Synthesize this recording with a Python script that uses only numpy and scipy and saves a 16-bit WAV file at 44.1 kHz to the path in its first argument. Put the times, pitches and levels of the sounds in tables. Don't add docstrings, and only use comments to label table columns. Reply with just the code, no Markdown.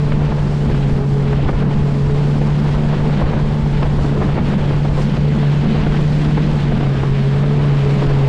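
import sys
import numpy as np
from scipy import signal
from scipy.fft import rfft, irfft, next_fast_len
from scipy.io import wavfile
from scipy.ndimage import uniform_filter1d, minimum_filter1d, map_coordinates

SR = 44100
rng = np.random.default_rng(int(sys.argv[2]) if len(sys.argv) > 2 else 0)


def how_loud(loudness_db):
    steps = np.asarray(loudness_db, float) / 20
    return 10 ** steps


def store_pcm(level_fs):
    pcm = np.round(np.clip(level_fs, -1, 1) * 32767).astype(np.int16)
    wavfile.write(sys.argv[1], SR, np.atleast_2d(pcm).T)


N = 365148

# [t/s, firing rate f/Hz, firing note level/dB, exhaust rasp level/dB]
ENGINE_RUN = [(.3, 145.8, -15.5, -2), (.62, 144.4, -18, -2.5), (.8, 139.9, -15.5, 0.5),
              (1.33, 139.7, -17, 1), (1.6, 143.3, -18, -10.5), (2.03, 141.4, -14, 2.5),
              (2.36, 145.2, -14.5, 1), (2.7, 146.8, -15.5, -9.5), (3.2, 147.2, -18, -3.5),
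              (4.25, 143.2, -18, -6), (5.56, 144.6, -14.5, -4), (5.83, 148.3, -16.5, -6.5),
              (6.46, 149.3, -15, -7.5), (6.92, 137, -17, -2), (7.27, 136.8, -14, 4),
              (7.5, 145.5, -13.5, 3.5), (7.86, 140.2, -14.5, -1), (8.2, 138.1, -13, 5.5)]


def unit(x):
    return x / np.sqrt(np.mean(x ** 2) + 1e-20)


def along(points, hz):
    f, db = np.transpose(points)
    return np.interp(np.log(hz + 1), np.log(f + 1), db, left=-120, right=-120)


def curves(rows):
    s, *columns = np.transpose(rows)
    return [np.interp(np.arange(N) / SR, s, column) for column in columns]


def bumps(rows, half_s):
    s, *columns = np.transpose(rows)
    t = np.arange(0, N + 64, 64) / SR
    bells = np.exp(-((t[:, None] - s) / half_s) ** 2)
    return [np.interp(np.arange(N) / SR, t, bells @ column) for column in columns]


def wobble(rate):
    knots = rng.standard_normal(N // 50)
    return map_coordinates(knots, [np.arange(N) * rate / SR])


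def filtered(x, response):
    m = next_fast_len(N + SR // 2)
    spectrum = rfft(x, m) * response(np.fft.rfftfreq(m, 1 / SR))
    return unit(irfft(spectrum, m)[:N])


def rush(spectrum, patchy_db, source=0):
    z = signal.stft(rng.standard_normal(N), nperseg=512)[2]
    patches = rng.standard_normal(z.shape)
    for axis in (0, 1):
        patches = uniform_filter1d(patches, size=8, axis=axis)
    noise = signal.istft(z * how_loud(patchy_db * unit(patches)), nperseg=512)[1][:N]
    return filtered(unit(noise) + source, lambda hz: how_loud(along(spectrum, hz)))


def engine():
    # [multiple, level/dB, share of rasp, share of booms, flutter/dB, phase wander/rad]
    overtones = [
        (3, -31.5, 1, 0.18, 2.5, 0.55),
        (2, -42.5, 0.26, 0.98, 2, 0.48),
    ]
    # [multiple of firing rate, level/dB, f/Hz, width/Hz]
    shaft_orders = [(1.5, -31.5, 220, 9), (2.5, -42.5, 362, 27), (3.5, -42.5, 506, 14), (4, -55, 575, 47),
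                    (6, -41.5, 874, 24), (7.5, -54.5, 1080, 34)]
    # [t/s, level/dB]
    booms = [(.15, 8.5), (.85, 11.5), (1.5, 16.5), (3.25, 10), (4.2, 10), (4.6, 6.5), (5.9, 13), (6.3, 18),
             (6.8, 11.5), (7.65, 8), (8.02, 12)]
    # [t/s, depth/dB]
    dips = [(.07, 0), (.3, 26), (.71, 12), (.9, 8), (1.02, 1), (1.54, 16), (1.59, 3), (1.75, 4),
            (3.25, 11), (3.34, 16), (3.5, 6), (4.2, -2), (4.39, 25), (4.47, 6), (4.52, 7), (5.16, 12),
            (5.37, 4), (5.83, 4), (6.62, 2), (6.78, 4)]

    rate_hz, note_db, rasp_db = curves(ENGINE_RUN)
    boom_db, = bumps(booms, half_s=0.2)
    dip_db, = bumps(dips, half_s=0.0088)
    turn = 2 * np.pi * np.cumsum(rate_hz) / SR + 0.12 * wobble(25) + 0.27 * wobble(6)
    flutter = 0.53 * wobble(30) + 0.82 * wobble(9)
    lines = how_loud(note_db + 0.6 - dip_db + flutter) * np.sin(turn)

    for multiple, db, rasp_share, boom_share, flutter_db, wander in overtones:
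        swing_db = rasp_share * rasp_db + boom_share * boom_db + flutter_db * wobble(22)
        lines += how_loud(db + swing_db) * np.sin(multiple * turn + wander * wobble(21))

    for multiple, db, peak_hz, width_hz in shaft_orders:
        resonance = 1 / np.hypot(1, 2 * (multiple * rate_hz - peak_hz) / width_hz)
        level = how_loud(db + 2.3 * wobble(13))
        lines += resonance * level * np.sin(multiple * turn + 0.4 * wobble(16))
    return np.sqrt(2) * lines


def wind():
    # [t/s, strength/dB, big eddies over small/dB]
    blow = [(0, -28.5, -0.5), (.3, -26.5, 0), (.6, -28, 2.5), (.8, -27, 1.5), (1.08, -29, -2),
            (1.35, -24.5, 0), (1.9, -27, 1.5), (2.3, -26.5, 1), (2.75, -25, 1.5), (3.3, -25.5, 0),
            (3.6, -26.5, 5), (4.3, -25.5, 0.5), (5.0, -26.5, 2), (5.5, -28.5, 0.5), (5.85, -24, 1.5),
            (6.1, -27, 2), (7.3, -26.5, -2.5), (8.28, -22.5, -4)]
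    # [t/s, level/dB]
    thumps = [(.14, 7), (.39, 4.5), (.69, 8.5), (.94, 8.5), (1.07, -9.5), (1.47, 11), (1.75, 8),
              (1.87, -5.5), (2.07, 7), (2.93, 2), (3.25, 8.5), (3.34, 6), (3.74, 3), (4.29, 1.5),
              (4.55, 1.5), (4.91, 3), (5.19, 5.5), (5.49, -3.5), (5.68, 6), (5.83, 3), (6.16, -3),
              (6.64, 3), (6.99, 4.5), (7.08, -5), (7.12, 9.5), (7.31, -3), (7.79, -9), (8.07, 7.5),
              (8.16, 7)]
    # [f/Hz, level/dB]
    buffet_colour = [(2, -14), (6, -2), (16, 0), (30, -1), (60, -3), (110, -6), (150, -15.5), (250, -33)]
    # [f/Hz, level/dB]
    tearing_colour = [(90, -27.5), (130, 1.5), (255, -4.5), (340, -4), (500, -6.5), (1000, -12.5),
                      (1600, -21), (3000, -34), (6000, -62)]

    strength_db, big_db = curves(blow)
    gust_db = strength_db - strength_db.mean()
    thump_db, = bumps(thumps, half_s=0.024)
    eddies = wobble(22)

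    buffet = unit(how_loud(2.0 * eddies) * rush(buffet_colour, patchy_db=-0.9))
    buffet_db = -21 + 0.75 * gust_db + big_db + thump_db

    ragged = how_loud(0.86 * eddies + 0.88 * wobble(90))
    tearing = unit(ragged * rush(tearing_colour, patchy_db=1.0))
    tearing_db = -26 + 0.95 * gust_db + 0.19 * thump_db
    return how_loud(buffet_db) * buffet + how_loud(tearing_db) * tearing


def puffs():
    # [t/s, level/dB, rise time/s, sharp edge 0-1]
    gusts = [(.122, -22, 0.0069, 0.7), (.214, -32, 0.021, 0.7), (.324, -28, .01, 0.4),
             (.748, -30, .0034, 1), (1.331, -30.5, 0.0063, .95), (1.441, -32, .004, .3),
             (1.493, -24.5, 0.0081, 1), (1.63, -27, .009, 0.4), (2.366, -33, 0.0092, 0.4),
             (2.417, -22.5, 0.0041, 0.69), (2.935, -25.5, 0.015, 0.2), (3.222, -19, 0.0064, 0),
             (3.334, -25, .0063, 0.6), (3.373, -28.5, 0.0085, 0.8), (3.832, -19.5, 0.0055, 0.7),
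             (3.86, -24, .0059, 0.5), (4.05, -24.5, 0.0064, 0), (4.164, -28, .015, .1),
             (4.222, -26, 0.019, 0.77), (4.382, -24.5, 0.015, 0.9), (4.534, -24.5, .012, 0.4),
             (4.989, -26, 0.018, .1), (5.173, -26, .0065, 0.55), (5.434, -25.5, 0.006, 0),
             (5.659, -27, 0.014, 0.8), (5.758, -26, 0.011, 0), (5.871, -24, 0.0042, 0.7),
             (6.379, -18.5, 0.0064, 0.4), (6.81, -22.5, .0043, 0.4), (7.035, -24.5, .005, 0.4)]
    # [t/s, level/dB]
    flicks = [(.537, -33), (.699, -32), (.862, -31.5), (.897, -30.5), (.985, -30), (1.46, -25),
              (1.542, -33), (1.589, -31), (1.713, -32), (2.1, -27), (2.657, -34), (2.692, -30),
              (3.007, -31), (3.565, -33), (3.662, -32.5), (3.99, -26), (4.125, -34), (4.29, -27),
              (4.59, -34), (4.709, -28.5), (4.853, -25.5), (5.381, -31), (5.947, -24.5), (5.996, -27),
              (6.723, -23), (6.833, -26), (6.868, -25.5), (7.44, -24.5), (7.512, -30), (8.026, -22.5)]
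    # [f/Hz, level/dB]
    dull_colour = [(150, -30.5), (300, 0), (600, -5), (1000, -10), (1600, -22.5), (3000, -43.5)]
    # [f/Hz, level/dB]
    sharp_colour = [(600, -27), (1100, 3), (1700, 2), (2800, -9), (5000, -23), (9000, -52.5)]

    dull, sharp = np.zeros(N + SR), np.zeros(N + SR)
    t = np.arange(SR // 5) / SR
    lead = 3
    lesser = [(s, db, 0.006, 0.36) for s, db in flicks]
    for s, db, rise_s, edge in [*gusts, *lesser]:
        rip = how_loud(db + 2.5) * np.exp(-np.abs(t / rise_s - lead) ** 1.34)
        start = round((s - lead * rise_s) * SR)
        dull[start:][:len(t)] += rip
        sharp[start:][:len(t)] += edge * rip

    ragged = how_loud(1.6 * wobble(300))
    body = how_loud(3.5) * dull[:N] * rush(dull_colour, patchy_db=-1.1)
    edges = how_loud(-3) * sharp[:N] * rush(sharp_colour, patchy_db=2.0)
    return ragged * (body + edges)


def water():
    # [t/s, spray level/dB, fine drops over coarse/dB]
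    wash = [(0, -43, 0.5), (.3, -41, 0), (.55, -44, 3), (.85, -40, 0), (1.1, -45, 2), (1.45, -39, -2.5),
            (1.85, -42.5, 1), (2.4, -40, 2), (3.15, -39, 0), (3.55, -42, 0), (4.1, -40.5, 0.5),
            (4.55, -37.5, -2), (4.9, -40, 0), (5.8, -34.5, -1.5), (6.15, -36, 2), (6.7, -37.5, -2),
            (7.3, -38.5, -1.5), (8.0, -35.5, 0)]
    # [t/s, spray level/dB, fine drops level/dB]
    sheets = [(.12, 4.5, 2), (.3, 1.5, -1.5), (.73, 4, 0.5), (.96, 1.5, 2), (1.02, -3, -3.5),
              (1.28, 2, 0.5), (1.48, 2, 2.5), (1.53, -7, -1.5), (1.6, 4.5, 2), (1.67, -4, -4), (1.72, 4, 1),
              (2.22, 2.5, -0.5), (2.93, 3, -2.5), (3.18, 4, -1), (3.27, 1, -2.5), (3.36, 1.5, -1.5),
              (3.78, 7, 2), (4.04, 1.5, 3.5), (4.24, -1.5, 0), (4.41, -1, -3), (4.48, 2, 4), (5.01, 4, 7.5),
              (5.14, 2, 1), (5.72, 1, -0.5), (6.4, -0.5, -1.5), (6.55, -0.5, 2), (6.73, 0, 1.5),
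              (6.9, 0, 0), (7.2, 3.5, 2), (7.95, 1, 2)]
    # [f/Hz, level/dB]
    spray_colour = [(400, -24), (900, -15.5), (1500, -1.5), (2200, -3.5), (3200, -5.5), (4500, -13.5),
                    (6000, -29), (8000, -42.5)]
    # [f/Hz, level/dB]
    fizz_colour = [(2500, -18), (4200, -4.5), (5200, -5), (6300, -10), (7500, -9.5), (9000, -14.5),
                   (11000, -16), (12500, -22), (13500, -34), (15500, -41)]

    spray_db, fine_db = curves(wash)
    thrown_db, drops_db = bumps(sheets, half_s=0.045)
    fizz_db = -48.5 + 0.43 * (spray_db - spray_db.mean()) + fine_db + drops_db

    drop_at = rng.integers(N, size=12000)
    spatter = unit(np.bincount(drop_at, rng.laplace(size=len(drop_at)), N))
    surge = wobble(18)
    spray_swell = how_loud(0.5 * surge + 0.74 * wobble(60))
    spray = unit(spray_swell * rush(spray_colour, patchy_db=0.9, source=0.3 * spatter))
    fizz_swell = how_loud(0.31 * surge + 0.25 * wobble(17))
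    fizz = unit(fizz_swell * rush(fizz_colour, patchy_db=0.9, source=0.34 * spatter))
    return how_loud(spray_db + thrown_db + 1.5) * spray + how_loud(fizz_db) * fizz


def hull():
    # [f/Hz, width/Hz, level/dB]
    panels = [(158, 7.1, 0.5), (185.6, 42, 6), (220.7, 20, 3.5), (313, 39, -16.5), (407, 85, -8.5)]
    # [t/s, drumming level/dB]
    slaps = [(.28, 2), (.39, -6.5), (.69, 6.5), (.9, 4), (1.11, 1.5), (1.47, 5.5), (1.53, -4), (1.66, 3.5),
             (2.07, 0), (2.58, 5.5), (2.75, 0.5), (3.09, 3), (3.5, -7), (3.74, 1.5), (3.83, -4.5),
             (4.22, 8.5), (4.4, 6.5), (4.54, 7.5), (5.1, 2), (5.35, 5), (5.49, -1.5), (5.67, 7),
             (5.83, 3.5), (6.2, -0.5), (6.46, 6), (6.73, 8), (7.36, -2), (7.79, -10), (8.02, 5.5),
             (8.21, -9.5)]

    def ringing(f):
        total = sum(how_loud(db) * f * width / np.abs(centre * centre - f * f + 1j * f * width)
                    for centre, width, db in panels)
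        return total ** 1.78

    slap_db, = bumps(slaps, half_s=0.055)
    rate_hz = curves(ENGINE_RUN)[0]
    drum_db = -23 + 0.28 * (rate_hz - 143.4) + slap_db
    drum = unit(how_loud(1.6 * wobble(20)) * filtered(rng.standard_normal(N), ringing))
    return how_loud(drum_db) * drum


def scene():
    return (engine() + wind() + puffs() + water() + hull())[None]


def low_pass(x):
    return signal.sosfilt(signal.butter(12, 14330, fs=SR, output="sos"), x)


def record(dry):
    # [f/Hz, level/dB]
    treble_rolloff = [(1, 0), (6500, 0), (9000, -3), (11000, -9), (13000, -13), (16000, -17), (22050, -40)]

    needed = np.minimum(1, 0.4 / (np.abs(dry) + 1e-9)) ** 0.62
    gain = minimum_filter1d(needed, size=700, axis=1)
    for _ in range(2):
        gain = uniform_filter1d(gain, size=300, axis=1)
    x = how_loud(0.2) * dry[0] * gain[0]
    x = x / (1 + np.abs(x / 0.64) ** 6) ** (1 / 6)
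    dulled = x.std() * filtered(x, lambda hz: how_loud(along(treble_rolloff, hz + 1)))
    mix = dulled - 0.0039
    return low_pass(mix[None])


dry = scene()
out = record(dry)
store_pcm(out)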